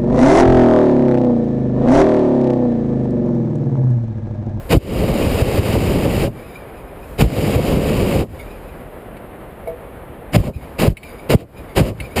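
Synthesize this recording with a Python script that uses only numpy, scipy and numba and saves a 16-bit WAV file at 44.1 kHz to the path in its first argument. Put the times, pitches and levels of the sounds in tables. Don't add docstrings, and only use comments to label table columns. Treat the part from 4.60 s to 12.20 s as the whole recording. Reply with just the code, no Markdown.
import sys
import numpy as np
from scipy import signal
from scipy.fft import rfft, irfft, next_fast_len
from scipy.io import wavfile
from scipy.ndimage import map_coordinates
from numba import njit

SR = 44100
rng = np.random.default_rng(int(sys.argv[2]) if len(sys.argv) > 2 else 0)


def inscribe(sig):
    pcm = np.round(np.clip(np.atleast_2d(sig).T, -1, 1) * 32767)
    wavfile.write(sys.argv[1], SR, pcm.astype(np.int16))


N = 335160
TIME = np.arange(N) / SR


def amp(db):
    return 10 ** (np.asarray(db) / 20)


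def unit(x):
    return x / np.sqrt(np.mean(x ** 2) + 1e-20)


def humps(rows, hz):
    return sum(db * np.exp(-((hz - centre) / width) ** 2) for centre, width, db in rows)


def filtered(x, response):
    size = next_fast_len(len(x) + 8192)
    return irfft(rfft(x, size) * response(np.fft.rfftfreq(size, 1 / SR)), size)[:len(x)]


def noise(spectrum, peaks=()):
    knots_hz, knots_db = np.transpose(spectrum)
    slope_db = lambda hz: np.interp(np.log(hz + 1), np.log(knots_hz + 1), knots_db)
    return unit(filtered(rng.standard_normal(N), lambda hz: amp(slope_db(hz) + humps(peaks, hz))))


def wobble(knots_per_s):
    return map_coordinates(rng.standard_normal(int(N * knots_per_s / SR) + 4), [TIME * knots_per_s])


def ramp(start_s, length_s):
    return np.sin(np.pi / 2 * np.clip((TIME - start_s) / length_s, 0, 1)) ** 2


def struck(hits, modes, attack_s, crack_db, crack_t60_s, blur_hz):
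    out, t = np.zeros(N + SR), np.arange(SR // 2) / SR
    for start_s, db in hits:
        ring = np.zeros(len(t))
        for hz, mode_db, t60_s in modes:
            decay = amp(mode_db + rng.normal(0, 1.2) - 60 * t / t60_s)
            rattle = np.cumsum(rng.standard_normal(len(t))) * np.sqrt(2 * np.pi * blur_hz / SR)
            ring += decay * np.sin(2 * np.pi * hz * t + rattle)
        crack = amp(crack_db - 60 * t / crack_t60_s) * rng.standard_normal(len(t))
        out[round(start_s * SR):][:len(t)] += amp(db) * (ring + crack) * (1 - np.exp(-t / attack_s))
    return out[:N]


# time in seconds, level in dB.
BREEZE_LEVELS = [(0, -29.5), (1.8, -45.5), (2.5, -36), (3.8, -37), (4.25, -42), (4.6, -42.5), (5.5, -44),
                 (6.5, -37.5), (7.6, -44)]
# frequency in Hz, relative density in dB.
AIR_SPECTRUM = [(12, -33), (28, -6), (48, -2.5), (75, -9.5), (200, -50), (1000, -52)]


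def breeze(gust_db=2.0):
    level_db = np.interp(TIME, *np.transpose(BREEZE_LEVELS))
    return amp(level_db + gust_db * wobble(6.8)) * noise(AIR_SPECTRUM)


# frequency in Hz, relative density in dB.
PILOT_SPECTRUM = [(20, -6), (60, 2), (150, 1.5), (300, -0.5), (550, 1), (850, -6.5), (1400, -12.5),
                  (2100, -16.5), (3000, -24), (4200, -36), (6100, -61), (9400, -30.5), (11500, -33),
                  (14000, -35.5)]


def pilot_flame(level_db=-35.5, flicker_db=0.73):
    return amp(level_db - flicker_db * wobble(37)) * noise(PILOT_SPECTRUM)


# start in seconds, level in dB.
FRAME_HITS = [(5.056, -31), (5.074, -18.5), (5.091, -26), (5.205, -31)]
# frequency in Hz, relative level in dB, T60 in seconds.
FRAME_MODES = [(484, -3, 0.32), (658, -2, 0.16), (571, -4.5, 0.062), (740, -17, 0.065), (2220, -12, 0.045),
               (3900, -32, 0.069), (4950, -39, 0.058), (9900, -27, .06), (11270, -29, 0.15),
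               (12600, -27, 0.15)]


def frame_knocks():
    return struck(FRAME_HITS, FRAME_MODES, attack_s=0.0011, crack_db=-27, crack_t60_s=0.028, blur_hz=1.2)


# start in seconds, relative level in dB.
LEVER_HITS = [(4.5675, -33.5), (6.3685, -12.5), (6.4305, -21.5), (7.4005, -17)]
# frequency in Hz, relative level in dB, T60 in seconds.
LEVER_MODES = [(2230, 1, 0.044), (2630, -2, .04), (2990, -8, 0.043), (3850, -11, 0.027), (4380, -27, 0.18),
               (7700, -27, 0.12), (8969, -12, 0.035), (9744, -12.5, 0.055), (14400, -16, .06)]


def lever_clicks(gain_db=-1):
    return amp(gain_db) * struck(LEVER_HITS, LEVER_MODES, attack_s=0.0024,
                                 crack_db=-12.5, crack_t60_s=0.017, blur_hz=70)


# centre in Hz, half-width in Hz, relative level in dB.
COIL_RESONANCES = [(2390, 85, 4.5), (3000, 200, -19.5), (3820, 170, -13.5), (4980, 130, -12.5),
                   (6970, 230, -18), (9860, 89, -7), (14350, 140, -11)]


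def coil_whistle(shift_hz):
    def tube(hz):
        return sum(amp(db) / (1 + ((hz - centre) / width) ** 2) for centre, width, db in COIL_RESONANCES)
    whistle = signal.hilbert(filtered(rng.standard_normal(N), tube))
    return unit(np.real(whistle * np.exp(2j * np.pi * np.cumsum(shift_hz) / SR)))


# time in seconds, relative level in dB.
COIL_SPITS = [(2.171, -42), (3.793, -32), (3.9, -40), (5.937, -29), (6.488, -42), (7.09, -40)]


def coil_drain(delay_s=0.089, rise_s=0.06, t60_s=3.1, bend_hz=200, bend_s=0.24, wander_hz=95.2,
               sputter_db=5, spit_db=-6, spit_rise_s=0.0186, spit_t60_s=0.21):
    draining, flat_hz, spits = np.zeros((3, N))
    for _, _, close_s, _, _, drain_db in BLASTS:
        closed_s = np.abs(TIME - close_s)
        onset = ramp(close_s + delay_s, rise_s)
        draining += onset * amp(drain_db - 60 * closed_s / t60_s)
        flat_hz += onset * bend_hz * np.exp(-closed_s / bend_s)
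    for at_s, db in COIL_SPITS:
        decay = amp(db + spit_db - 60 * np.abs(TIME - at_s) / spit_t60_s)
        spits += ramp(at_s - spit_rise_s / 2, spit_rise_s) * decay
    flow = draining * amp(sputter_db * wobble(45)) + spits
    return flow * coil_whistle(wander_hz * wobble(22) - flat_hz)


# time in seconds, level in dB.
LOUD_POPS = [(0.827, 10), (.998, 9.5), (2.966, 10), (3.157, 8), (5.966, -8)]


def stray_pops(loud_hz=83.4, small_hz=220, small_per_s=11, small_db=0.5, scatter_db=5):
    pulses = [(at_s, db, loud_hz) for at_s, db in LOUD_POPS]
    for open_s, opening_s, close_s, _, flame_db, _ in BLASTS:
        for _ in range(round(small_per_s * (close_s - open_s - opening_s))):
            at_s = rng.uniform(open_s + opening_s, close_s)
            pulses.append((at_s, flame_db + rng.normal(small_db, scatter_db), small_hz))
    return pulses


# main throb's time in seconds, level in dB, pitch in Hz, then fade in dB per throb.
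FIREBALLS = [(.176, 29.5, 66.4, 35), (2.629, 17.5, 120, 1), (5.769, 16, 129, 0), (6.285, 14.5, 95, 5.5),
             (6.756, 24, 85.1, 35), (7.219, 12, 102, 8)]


def fireball_throbs(period_s=0.01817, growth_db=25.5, pitch_ratio=0.65):
    return [(at_s + k * period_s, db + min(k * growth_db, -k * fade_db), hz * pitch_ratio ** k)
            for at_s, db, hz, fade_db in FIREBALLS for k in range(-2, 3)]


def gas_thumps(pulses, puff_db=-9, puff_cycles=0.63):
    push, puff = np.zeros((2, N))
    for at_s, db, hz in pulses:
        near = slice(max(0, round((at_s - 4 / hz) * SR)), round((at_s + 4 / hz) * SR))
        cycles = (TIME[near] - at_s) * hz
        push[near] += amp(db) * (1 - 2 * (np.pi * cycles) ** 2) * np.exp(-(np.pi * cycles) ** 2)
        puff[near] += amp(db) * np.exp(-(cycles / puff_cycles) ** 2)
    return push + amp(puff_db) * puff * noise(RUMBLE_SPECTRUM)


# frequency in Hz, relative density in dB.
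JET_SPECTRUM = [(200, 13.5), (500, 13), (1000, 0.5), (1600, -4.5), (2300, -0.5), (3000, -2), (3500, -10),
                (5000, -10.5), (5700, -14.5), (6400, -15.5), (7600, -14.5), (10000, -18.5), (13000, -18.5)]
# centre in Hz, half-width in Hz, gain in dB.
NOZZLE_RESONANCES = [(2230, 65, 1.5), (2730, 430, 1), (3550, 84, -4.5), (3730, 170, 3.5), (4470, 38, 2.5),
                     (4900, 220, 4), (7080, 260, 5.5), (8550, 120, 1), (9380, 530, 8), (14700, 460, 4)]


def gas_jet(blasts, closing_s, gain_db=-14, kick_db=-13, kick_s=0.045, seep_db=-33, seep_t60_s=2.4):
    flow = np.zeros(N)
    for open_s, opening_s, close_s, jet_db, _, _ in blasts:
        kick = amp(kick_db) * np.exp(-((TIME - open_s) / kick_s) ** 2)
        shut = ramp(close_s, closing_s)
        seep = amp(seep_db - 60 * np.abs(TIME - close_s - closing_s) / seep_t60_s)
        flow += amp(jet_db) * ramp(open_s, opening_s) * (1 + kick) * (1 - shut + shut * seep)
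    spray_db = 1.12 * wobble(500) + 0.42 * wobble(80)
    return amp(gain_db + spray_db) * flow * noise(JET_SPECTRUM, NOZZLE_RESONANCES)


# frequency in Hz, relative density in dB.
ROAR_SPECTRUM = [(60, -22), (140, 5), (200, 7), (250, 3.5), (380, 3), (540, 3), (680, -5), (850, -13),
                 (1200, -16), (1600, -43), (3000, -58.5)]
RUMBLE_SPECTRUM = [(12, -44), (25, -5), (60, 1), (120, 0), (190, -6.5), (280, -11.5), (500, -23.5),
                   (1500, -51)]


def main_flame(blasts, closing_s, gain_db=-8, roar_lag_s=0.057, rumble_lag_s=0.17, burnout_s=0.021,
               flare_db=2, flare_delay_s=0.064, flare_s=0.022, linger_db=-18, linger_t60_s=0.63):
    roar, rumble = np.zeros((2, N))
    for open_s, opening_s, close_s, _, flame_db, _ in blasts:
        flare = amp(flare_db) * np.exp(-((TIME - open_s - flare_delay_s) / flare_s) ** 2)
        burnt = ramp(close_s, closing_s + burnout_s)
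        linger = amp(linger_db - 60 * np.abs(TIME - close_s - closing_s) / linger_t60_s)
        roar += amp(flame_db) * ramp(open_s, opening_s + roar_lag_s) * (1 - burnt) * (1 + flare)
        rumble += amp(flame_db) * ramp(open_s, opening_s + rumble_lag_s) * (1 - burnt + burnt * linger)
    turbulence_db = 2.0 * wobble(50) + 1.5 * wobble(14)
    return amp(gain_db + turbulence_db) * (roar * noise(ROAR_SPECTRUM) + rumble * noise(RUMBLE_SPECTRUM))


# valve's opening start, opening duration and closing start in seconds,
# then relative levels of jet, flame and coil drain in dB.
BLASTS = [(0.085, 0.057, 1.641, 5, 1.04, -45.5), (2.573, 0.064, 3.598, 6.5, 3.5, -53),
          (5.717, 0.054, 5.854, 3.5, 2.5, -55), (6.18, 0.022, 6.28, -0.5, -7, -46.5),
          (6.686, 0.026, 6.795, 0.5, 0, -62), (7.148, 0.034, 7.27, 2.5, 0, -45.5),
          (7.554, 0.018, 7.62, -1, -14, -50)]


def burner(closing_s=0.056):
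    return gas_jet(BLASTS, closing_s) + main_flame(BLASTS, closing_s)


def scene():
    fire = burner() + gas_thumps(fireball_throbs() + stray_pops())
    return (fire + coil_drain() + frame_knocks() + lever_clicks() + pilot_flame() + breeze())[None]


@njit
def follow(x, rise, fall):
    out, level = np.empty_like(x), 0.0
    for i in range(len(x)):
        level += (x[i] - level) * (rise if x[i] > level else fall)
        out[i] = level
    return out


# centre in Hz, half-width in Hz, gain in dB.
MIC_PORT = [(6010, 700, -8), (11490, 260, 9), (11950, 150, -12), (12250, 300, 9)]


def record(dry, ceiling_db=-13, attack_s=0.011, release_s=0.064, ahead_s=0.0012,
           low_cut_hz=27, top_hz=15400):
    x = filtered(dry[0], lambda hz: amp(humps(MIC_PORT, hz)))
    level = follow(np.abs(x), 1 / (attack_s * SR), 1 / (release_s * SR))
    level = np.interp(TIME + ahead_s, TIME, level)
    x = x / np.maximum(1, level / amp(ceiling_db))
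    x = filtered(x, lambda hz: hz ** 2 / np.hypot(hz ** 2, low_cut_hz ** 2))
    x = x / (1 + np.abs(x) ** 6) ** (1 / 6)
    return filtered(x, lambda hz: 1 / (1 + (hz / top_hz) ** 150))[None]


dry = scene()
out = record(dry)
inscribe(out)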